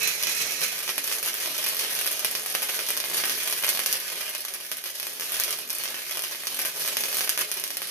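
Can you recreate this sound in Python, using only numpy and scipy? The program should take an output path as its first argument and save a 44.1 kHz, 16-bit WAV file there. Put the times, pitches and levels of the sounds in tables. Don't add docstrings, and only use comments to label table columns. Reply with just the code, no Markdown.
import sys
import numpy as np
from scipy import signal
from scipy.fft import rfft, irfft
from scipy.io import wavfile
from scipy.ndimage import uniform_filter1d, map_coordinates

SR = 44100
rng = np.random.default_rng(int(sys.argv[2]) if len(sys.argv) > 2 else 0)


def digitize_waveform(pressure):
    field = np.atleast_2d(pressure).T
    bounded = np.clip(field, -1, 1)
    quanta = np.round(bounded * 32767).astype(np.int16)
    wavfile.write(sys.argv[1], SR, quanta)


N = 348390

# t/s, body level/dB,
# bite level/dB, treble level/dB
DROP_POPS = [(0.0316, -5, -13, -0.5), (0.075, -0.5, 0, 2.5), (0.227, -5, -1, -2), (0.2353, -2.5, 4.5, -1),
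             (0.2708, 1.5, 1, -5), (0.4022, -11, -5, -7), (0.5088, -4, -11, -7), (0.591, -8, -11, -16),
             (0.6084, -7, -10, -7), (0.6169, -2, -4, -6), (0.6331, -2, 0, -4), (0.722, -19, -12, -11),
             (0.7904, -17, -8, -7), (0.8785, -0.5, -7, -18), (0.892, 4.5, -0.5, -10),
             (0.9804, 4.5, -5, 0.5), (1.0704, -20, -16, -5), (1.1151, 1, -15, -15), (1.1506, -12, -18, -9),
             (1.2284, -6, -6, -4), (1.2338, -14, -12, -8), (1.2604, -5, -13, -3), (1.333, -15, -6, -13),
             (1.3421, -5, -13, -3), (1.3698, -24, -19, -11), (1.4594, -1, -4, -6), (1.4716, -13, -9, -10),
             (1.5172, -15, -23, -11), (1.5498, -11, -10, -16), (1.5806, -20, -5, -4), (1.5855, -4, -7, -10),
             (1.642, -2, -4, -5), (1.6683, -5, -5, -4), (1.681, -8, -7, -8), (1.6877, -7, -5, -1),
             (1.7472, -8, -13, -5), (1.768, -6, -4, -5), (1.7924, -9, -3, -3), (1.944, -20, -21, -7),
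             (1.9517, -12, -2, -4), (2.013, -1.5, -7, -2), (2.0604, 0, -17, -3), (2.0658, -3, -1, -1),
             (2.0752, -1.5, 0, 0), (2.1161, -16, -5, -3), (2.1286, -21, -12, -10), (2.1941, -9, -4, -4.5),
             (2.2474, 6, 3, 3.5), (2.3123, -11, -13, -4), (2.3518, 2, 1, -4), (2.4611, -1.5, -11, -5),
             (2.5008, -10, -8, -6), (2.5246, -23, -16, -8), (2.5506, 8, -1, -1), (2.6206, -2.5, -15, -5),
             (2.6383, -12, -15, -13), (2.6924, 1.5, -11, -13), (2.7381, -6, -17, -15), (2.7915, 3, -4, -10),
             (2.8657, -17, -4, -11), (2.8875, -4, -4, -3), (2.9047, 2, -7, 1), (2.9681, -3, -4, -6),
             (2.9745, -2.5, -1.5, -3), (3.002, -2, 1, -4), (3.0402, 1.5, -6, -15), (3.1143, -2, -22, -11),
             (3.1333, -5, -17, -15), (3.17, -16, -16, -1), (3.2009, -1, -6, -15), (3.2384, 6.5, -1, -22),
             (3.2962, 0, 1, -4), (3.378, -4, -22, -6), (3.4012, -16, -6, -16), (3.4339, -9, -21, -4),
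             (3.499, -2.5, -16, -3), (3.526, 1, 0, -1.5), (3.5993, -15, -17, -8), (3.626, -5, -10, -5),
             (3.6365, 5, -5, -22), (3.6453, 5, -6, 0), (3.6663, 1, -11, -1), (3.6768, -8, -3, -7),
             (3.6822, 4, -2, -6), (3.6902, 1.5, 2, 3), (3.7011, -13, -7, -2), (3.7406, -18, -16, -10),
             (3.7736, 1.5, -4, -5), (3.7926, 5.5, -6, -2), (3.8011, -3, -4, -5), (3.8612, 1, 3.5, 1.5),
             (3.9206, -15, -12, -8), (3.9274, -4, 4, 3), (4.0013, -13, -12, -7), (4.1012, -6, -7, -11),
             (4.2928, -8, -15, -10), (4.2987, -22, -18, -9), (4.35, -3.5, -6, -5.5), (4.3808, -20, -14, -9),
             (4.406, -27, -11, -7.5), (4.4507, -5.5, -7, -8), (4.5053, -12, -15, -17),
             (4.5384, -12, -8, -7), (4.548, -18, -25, -9), (4.7164, -0.5, -2.5, -4), (4.7227, -12, -19, -8),
             (4.77, -14, -16, -8), (4.8403, -8, -9, -8), (4.8573, -6, -10, -14), (4.9992, -5.5, -4, -5),
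             (5.0296, -5, -5, -8), (5.0689, -2.5, -10, -7), (5.0953, -24, -13, -17), (5.1978, -4, -7, -6.5),
             (5.209, -8, -7, -7), (5.2212, -2.5, -11, -18), (5.321, -6, -6, -2), (5.3677, -6, -15, -10),
             (5.3994, -1.5, 1.5, 5), (5.4368, -9, 3, 0), (5.4456, -20, -7, -8), (5.5072, -8, -6, -1.5),
             (5.5275, -5, 0, -5), (5.5744, -19, -14, -14), (5.5875, -14, -11, -10), (5.698, -10, -10, -8),
             (5.7038, -7, -2.5, -4), (5.73, -19, -16, -7), (5.7504, -18, -14, -5.5), (5.7846, -19, -11, -5),
             (5.799, -10, -21, -12), (5.8373, -3, -8, -5), (5.8517, -14, -17, -9), (5.8559, -1.5, -5, -16),
             (5.8777, -5, -6, -19), (5.9439, -2, -9, -20), (6.11, -12, -11, -7), (6.1244, -11, -5, -11),
             (6.1722, -2, -6, -4), (6.1931, -3, -5, -5), (6.2215, -10, -7, -5), (6.2364, -22, -11, -8),
             (6.2484, -23, -8, -9), (6.3486, -4, -17, -14), (6.436, -4.5, -28, -13), (6.4704, -3.5, 2, -4),
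             (6.475, -12, -11, -12), (6.546, -18, -24, -8), (6.5652, -19, -16, -16), (6.5916, 1, -7, -2),
             (6.6162, -7, -14, -3), (6.6507, 1.5, -7, -3), (6.657, -7, -7, -3), (6.6727, -12, -14, -6),
             (6.796, -15, -13, -8), (6.8494, -2, -13, -13), (6.8595, -17, -5, -9), (6.8771, -0.5, -2, -2),
             (6.928, -4, -9, -12), (6.9694, 4, 3, 0), (7.0372, 1.5, 1, -5), (7.0843, -3, -14, -8),
             (7.128, -1, -4, -6), (7.1694, -3, -7, 0), (7.1924, -17, -9, -8), (7.2084, 3, 1, -6),
             (7.2161, -12, -12, -5), (7.2759, 1.5, -5, -9), (7.2934, 1.5, 4, 4.5), (7.3763, 1, -5, -2),
             (7.391, 2, -6, -0.5), (7.411, -2, -7, -3), (7.4212, -11, -12, -14), (7.5159, -2.5, -1.5, -0.5),
             (7.5404, -17, -13, -6), (7.5712, -17, -25, -12), (7.5985, -9, -12, -5),
             (7.6392, -3.5, -2.5, -2), (7.6776, -10, -9, -10), (7.7049, -3, -6, -8),
             (7.7118, -13, -15, -12), (7.77, -5, -4, -3), (7.8191, 0, -9, -7.5), (7.872, -14, -13, -10)]
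# t/s, burn level/dB, extra weight of its mids and lows/dB
ARC_BURN = [(0.0, -33.5, 1.5), (0.44, -32.5, -0.5), (0.86, -35, 2.5), (1.14, -36, 2.5), (1.89, -30.5, 4.5),
            (2.38, -32.5, 1), (3.78, -31, 3.5), (4.0, -35.5, 4), (4.4, -37.5, 5.5), (4.53, -41, 3),
            (4.8, -40.5, 0), (5.2, -35, 1), (5.3, -34, 1.5), (5.41, -37, 4.5), (5.7, -34.5, 5.5),
            (6.25, -35.5, 4.5), (7.08, -31.5, 0), (7.63, -36.5, 5.5), (7.9, -36.5, 3)]
ECHO_CUT_HZ = 815
LEAD_IN = 64


def pops():
    body_hz, treble_hz, cut_hz = 3540, 7040, 70
    short_s, long_s = .00008, .0009
    lead, length = 24, 128
    rows = np.r_[DROP_POPS, small_pops()]
    draws = rng.standard_normal((len(rows), length + 1))
    weak = np.interp(-rows[:, 3:], [3, 12], [0, 1])
    stretch = weak * abs(np.tanh(draws[:, :1]))
    decay = SR * (short_s + (long_s - short_s) * stretch)
    sparks = rfft(draws[:, 1:] * np.exp(-abs(np.arange(length) - lead) / decay))
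    sparks = irfft(sparks / np.sqrt(uniform_filter1d(abs(sparks) ** 2, size=9)))

    at = np.round(rows[:, 0] * SR).astype(int)
    body, bite, treble = np.zeros((3, N + length))
    body[at] = gain_of(rows[:, 1])
    bite[at] = gain_of(rows[:, 2])
    np.add.at(treble, at[:, None] + np.arange(length) - lead, gain_of(rows[:, 3:]) * sparks)
    snaps = lows(body - bite, body_hz) + lows(bite - treble, treble_hz) + treble
    return signal.lfilter(*signal.butter(1, cut_hz, "high", fs=SR), snaps[:N])


def small_pops(per_s=25, over_arc_db=16, spread_db=6):
    draws = rng.random((round(per_s * N / SR), 4))
    s = .01 + draws[:, 0] * (N / SR - .02)
    burn = curve(ARC_BURN, 1)[(s * SR).astype(int), None]
    return np.c_[s, burn + over_arc_db + spread_db * (2 * draws[:, 1:] - 1)]


def crackle(clumps, per_s=700., spread_db=4.4):
    chance, size, sign = rng.random(N), rng.exponential(1, N), rng.choice([-1., 1.], N)
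    train = (chance < per_s / SR) * gain_of(spread_db * np.minimum(size, 4.5)) * sign
    train = evened(train * clumps) * gain_of(arc_db() - 6.0)
    weight = gain_of(curve(ARC_BURN, 2)) * flutter(depth_db=1.5, span=970)
    return tilted(train * weight, train)


def arc_db():
    hush_s, hush_db, full_over_db = .012, -4.5, 33.
    s = np.transpose(DROP_POPS)[0]
    loudest_db = np.transpose(DROP_POPS)[1:].max(0)
    burn, drops = curve(ARC_BURN, 1), np.zeros(N)
    at = np.round(s * SR).astype(int)
    drops[at] = gain_of(loudest_db - burn[at] - full_over_db)
    before = np.exp(-np.arange(4000) / (hush_s * SR))
    hush = signal.oaconvolve(drops[::-1], before)[:N][::-1]
    return burn + flares_db() + hush_db * np.minimum(hush, 1)


def flares_db():
    # centre t/s, width at half height/s, rise/dB
    flares = [(.048, 0.082, 4), (.17, 0.036, -2), (.281, 0.061, 2.5), (.411, 0.053, 3), (.57, .05, 0.5),
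              (.634, 0.05, 5), (.77, 0.022, -1), (.82, .05, 0), (.88, 0.046, 5.5), (.96, .03, 1),
              (1.141, 0.19, 7.5), (1.2, 0.056, -5.5), (1.257, 0.034, 5), (1.42, 0.042, 5), (1.54, .03, 0.5),
              (1.685, 0.26, 1), (1.74, 0.016, -2), (1.91, 0.038, -1), (2.01, 0.032, 0.5),
              (2.361, 0.036, 3.5), (2.42, 0.074, -2.5), (2.561, 0.099, 0), (2.692, 0.012, 6),
              (2.78, .025, -0.5), (2.9, 0.051, 1), (3.09, 0.029, -0.5), (3.19, 0.075, 5), (3.31, 0.055, 5),
              (3.44, 0.019, -1), (3.62, 0.023, 1), (3.694, 0.037, 3), (3.84, 0.021, -1), (3.935, 0.089, 6),
              (4.086, 0.035, 1.5), (4.221, 0.075, 0.5), (4.293, 0.0082, 4), (4.542, 0.048, 6),
              (4.726, 0.087, 5.5), (4.857, 0.043, 3), (4.91, .04, -1.5), (5.14, 0.042, -4.5), (5.3, .03, 3),
              (5.339, 0.041, 1.5), (5.409, 0.1, 8.5), (5.517, 0.049, 6), (5.67, 0.082, -6.5),
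              (5.746, .03, 0), (5.851, 0.056, 1.5), (6.04, 0.084, -3), (6.159, .04, 0.5), (6.38, 0.06, -4),
              (6.609, 0.028, 4), (6.655, 0.036, 6), (6.72, 0.033, -4.5), (6.812, 0.049, 3.5),
              (6.882, 0.056, 3), (7.17, 0.1, 3.5), (7.41, 0.022, 11.5), (7.48, 0.033, -0.5)]
    t = np.arange(0, N / SR + .002, .001)
    swell = sum(db * np.exp(-4 * np.log(2) * ((t - s) / width) ** 2) for s, width, db in flares)
    return np.interp(np.arange(N) / SR, t, swell)


def discharge_colour():
    # f/Hz, level per Hz/dB
    spectrum = [(24, -27), (60, -34), (120, -20.5), (310, -15.5), (380, -7), (900, -7), (1450, -8),
                (1700, -4.5), (3500, -2.5), (6000, -0.5), (7800, -6), (9300, 1.5), (11700, 3),
                (14000, -0.5), (15400, -8), (15800, -28), (16600, -44)]
    # f/Hz, width/Hz, boost or dip/dB
    modes = [(160, 13, 12), (185, 16, 6), (242, 13, 7), (285, 9, 7), (352, 30, 8), (432, 24, 3),
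             (310, 30, -5), (485, 25, -5), (520, 40, 3), (550, 30, 3), (619, 22, 6), (660, 25, 4),
             (742, 20, 7), (805, 40, -7), (851, 36, 5), (1071, 40, 4), (1211, 60, 5), (1319, 50, 5),
             (1530, 30, 4), (1583, 45, 5), (1701, 45, 5), (1798, 40, 3), (1890, 22, 6), (2148, 28, 3),
             (2245, 30, 5), (2320, 30, 2), (2406, 30, 5), (2546, 40, 3), (3074, 45, 6), (4752, 30, 5),
             (5394, 48, 5), (5772, 30, 4), (5864, 38, 4), (6518, 50, 6), (9608, 90, 4), (10563, 60, 5),
             (10970, 60, 3), (11455, 60, 4), (11688, 70, 4)]
    hz = np.fft.rfftfreq(16384, 1 / SR)
    modes_db = sum(db / (1 + (2 * (hz - f) / width) ** 2) for f, width, db in modes)
    return causal(read(spectrum, hz) + modes_db + 3.5)


def garage(x, distant, half_turns_per_s=3.0):
    out = signal.oaconvolve(x[None], near(), axes=1)[:, LEAD_IN:LEAD_IN + N]
    for k in range(3):
        turn = np.pi * (half_turns_per_s * np.arange(N) / SR + k / 3)
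        share = np.sqrt(2 / 3) * np.cos(turn)
        out = out + signal.oaconvolve((distant * share)[None], tail(), axes=1)[:, :N]
    return out


def near():
    # delay t/s, left level/dB, right level/dB
    echoes = [(.0005, -20, -11), (.0012, -13, -20), (.0021, -17, -12), (.0029, -20, -14), (.0043, -14, -20),
              (.0052, -22, -12), (.0063, -22, -17), (.0078, -14, -22), (.0083, -16, -11), (.0105, -13, -18),
              (.0135, -21, -15)]
    # f/Hz, louder/dB, phase ahead/rad
    shadow = [(100, 0, 0), (1000, 3, -.7), (1700, 1, -1.3), (2300, -2, -.8), (3000, 2, -.3),
              (4000, 0, -.55), (5400, -2, .1), (7500, 1, 3.1), (9000, 6, 3.7), (9800, 8, 2.8),
              (11500, 3, 2.3), (12600, 5, 2.3), (13400, 4, 1.), (15300, 0, 3.1)]
    smear_s, port_lag = 0.00015, 6
    room = np.zeros((2, 2048))
    for s, *db in echoes:
        smear = rng.standard_normal((2, 48)) * np.exp(-np.arange(48) / (smear_s * SR))
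        smear *= (gain_of(db) / np.linalg.norm(smear, axis=1))[:, None]
        room[:, LEAD_IN + round(s * SR):][:, :48] += smear
    room = signal.lfilter(*signal.butter(2, ECHO_CUT_HZ, "high", fs=SR), room)

    hz = np.fft.rfftfreq(256, 1 / SR)
    f, db, ahead = np.transpose(shadow)
    shaded = irfft(gain_of(-np.interp(hz, f, db)) * np.exp(-1j * np.interp(hz, f, ahead)))
    room[0, LEAD_IN] += 1
    room[1, :256] += np.roll(shaded, LEAD_IN + port_lag)
    return room


def tail():
    # f/Hz, time to fall 60 dB t/s
    decay = [(300, 1), (800, 0.034), (2000, 0.25), (5500, 0.12), (14000, 0.09)]
    port_db = [
        [0],
        [1],
    ]
    alike_hz, rise_s = 760.0, 0.0021
    taps = np.zeros((2, SR // 2))
    at = np.arange(40, SR // 2 - 40, 20) + rng.integers(0, 20, (2, (SR // 2 - 61) // 20))
    np.put_along_axis(taps, at, rng.choice([-1., 1.], at.shape), 1)
    hz, t, z = signal.stft(taps, SR, nperseg=256)
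    same = 1 / (1 + (hz[:, None] / alike_hz) ** 2)
    z[1] = same * z[0] + np.sqrt(1 - same ** 2) * z[1]
    z *= gain_of(-60 * t / read(decay, hz)[:, None])
    z *= (hz ** 2 / (hz ** 2 + ECHO_CUT_HZ ** 2))[:, None]
    out = signal.istft(z, SR, nperseg=256)[1]
    out *= np.minimum(np.arange(out.shape[1]) / (rise_s * SR), 1)
    return gain_of(port_db) * out / np.linalg.norm(out[0])


def fizz():
    # f/Hz, level/dB
    spatter_colour = [(30, 6), (90, 5), (150, 2.5), (500, 2.5), (1000, 0), (1500, 1), (4000, 2), (8000, -2),
                      (15000, -3)]
    # f/Hz, correlation (0 to 1)
    likeness = [(30, 0.4), (90, 0.6), (200, .9), (600, 0.8), (1500, 0), (4000, 0), (15000, 0)]
    lag_s = 0.0023
    hz = np.fft.rfftfreq(N, 1 / SR)
    left, other = rfft(rng.standard_normal((2, N)))
    same = np.clip(read(likeness, hz), -1, 1)
    right = same * left + np.sqrt(1 - same ** 2) * other
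    noise = irfft(np.array([left, right]) * gain_of(read(spatter_colour, hz)), N)
    lag = np.exp(-1 / (lag_s * SR))
    start_db = ARC_BURN[0][1]
    level_db = signal.lfilter([1 - lag], [1, -lag], arc_db() - start_db) + start_db
    return noise * gain_of(level_db - 2.5)


def settling():
    # f/Hz, width/Hz, level/dB
    peaks = [(112, 35, -27), (166.5, 18, -15), (437, 7, -23), (2420, 50, -9), (2520, 91, -7.5),
             (2540, 1300, 0.5), (3980, 640, -2), (5330, 460, -4), (5880, 460, -0.5), (6580, 39, -10)]
    level_db, db_per_flare_db = -45.5, 1.67
    silent_s, fade_s = 0.98, 0.52
    wander = .015
    noise = signal.lfilter(*signal.butter(3, [65., 9000.], "band", fs=SR), rng.standard_normal(SR))
    hiss = sum(gain_of(db) * evened(signal.lfilter(*signal.iirpeak(hz, hz / width, SR), noise))
               for hz, width, db in peaks)
    drift = evened(uniform_filter1d(uniform_filter1d(rng.standard_normal(N), size=2500), size=2500))
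    hiss = map_coordinates(hiss, [np.cumsum(1 + wander * drift)], order=3)
    fade = np.clip((silent_s - np.arange(N) / SR) / fade_s, 0, 1)
    return hiss * gain_of(level_db + db_per_flare_db * flares_db()) * fade


def low_pulses(length_s=0.003):
    # t/s, level before a common lift of 1 dB/dB
    pulses = [(2.069, -62), (2.619, -57), (3.929, -66), (5.4, -47), (5.799, -64)]
    s, db = np.transpose(pulses)
    train = np.zeros(N)
    train[np.round(s * SR).astype(int)] = gain_of(db + 1.0)
    u = np.arange(2000) / (length_s * SR)
    return signal.oaconvolve(train, u * np.exp(1 - u) * (1 - u / 2))[:N]


def hum():
    # f/Hz, level against the burn/dB, rms waver/Hz
    tones = [(240, -36, 3), (285.3, -33, 2)]
    out = 0
    for hz, db, waver_hz in tones:
        drift = evened(uniform_filter1d(uniform_filter1d(rng.standard_normal(N), 4000), 4000))
        level = gain_of(db) * flutter(depth_db=4.5, span=2700)
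        out = out + level * np.sin(2 * np.pi * np.cumsum(hz + waver_hz * drift) / SR)
    return np.sqrt(2) * out * gain_of(curve(ARC_BURN, 1))


def fan():
    # t/s, f/Hz, rms level/dB
    fan_tone = [(0, 442.6, -53), (.7, 444, -60), (1.2, 431, -62), (1.87, 432.7, -59), (2.7, 438.7, -53),
                (3, 446, -60.5), (4.1, 432, -65), (4.8, 435, -85), (5.17, 432.4, -57), (5.6, 432, -65),
                (6, 427, -73), (6.9, 435, -58.5), (7.5, 432, -60), (7.9, 436, -73)]
    level = np.sqrt(2) * gain_of(curve(fan_tone, 2)) * flutter(depth_db=2.0, span=3700)
    return level * np.sin(2 * np.pi * np.cumsum(curve(fan_tone, 1)) / SR)


def flutter(depth_db, span=350):
    chance = uniform_filter1d(uniform_filter1d(rng.standard_normal(N), round(span)), round(span))
    return gain_of(depth_db * evened(chance))


def patchy(x, depth_db=1.7):
    z = signal.stft(x, nperseg=256)[2]
    patches = uniform_filter1d(uniform_filter1d(rng.standard_normal(z.shape[-2:]), 5, 0), 16, 1)
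    return signal.istft(z * gain_of(depth_db * evened(patches)), nperseg=256)[1][..., :N]


def lows(x, cut_hz):
    return signal.oaconvolve(x, signal.firwin(31, cut_hz, fs=SR), "same")


def tilted(low_train, high_train, split_hz=4860):
    return lows(low_train, split_hz) + high_train - lows(high_train, split_hz)


def causal(db):
    both_sides = np.r_[db, db[-2:0:-1]]
    log_gain = np.log(gain_of(np.maximum(both_sides, -100)))
    return np.fft.ifft(np.exp(np.conj(signal.hilbert(log_gain)))).real[:8192]


def read(points, hz):
    f, value = np.transpose(points)
    return np.interp(np.log(hz + 1), np.log(f + 1), value)


def curve(rows, column):
    rows = np.array(rows)
    return np.interp(np.arange(N) / SR, rows[:, 0], rows[:, column])


def evened(x):
    return x / np.sqrt(np.mean(x ** 2) + 1e-20)


def gain_of(db):
    return 10 ** (np.asarray(db) / 20)


def scene():
    hiss_pan_db = [
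        [-5],
        [3],
    ]
    pop_tail_db = -2.5
    colour = discharge_colour()[None]
    clumps = flutter(depth_db=1.5) * flutter(depth_db=0.5, span=116)
    clicks = [pops(), patchy(crackle(clumps))]
    snaps, sizzle = signal.oaconvolve(clicks, colour, axes=1)[:, :N]
    arc = garage(snaps + sizzle, gain_of(pop_tail_db) * snaps + sizzle)
    hiss = settling()
    hiss = gain_of(hiss_pan_db) * garage(hiss, hiss)
    scattered = signal.oaconvolve(patchy(fizz()) * clumps ** 0.52, colour, axes=1)[:, :N]
    return arc + scattered + hiss + low_pulses() + fan() + hum()


def record(dry):
    # f/Hz, louder/dB
    left_over_right = [(150, 1), (500, -0.5), (1000, -2), (1900, -3), (3800, -1.5), (5500, -3),
                       (9000, -0.5), (15000, -1.5)]
    edge_hz = 16700
    half_db = read(left_over_right, np.fft.rfftfreq(4096, 1 / SR)) / 2
    ports = np.array([causal(half_db)[:1024], causal(-half_db)[:1024]])
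    coloured = signal.oaconvolve(dry, ports, axes=1)[:, :N]
    band_limit = signal.firwin(511, edge_hz, window=("kaiser", 9), fs=SR)
    return signal.oaconvolve(coloured, band_limit[None], "same")


dry = scene()
out = record(dry)
digitize_waveform(out)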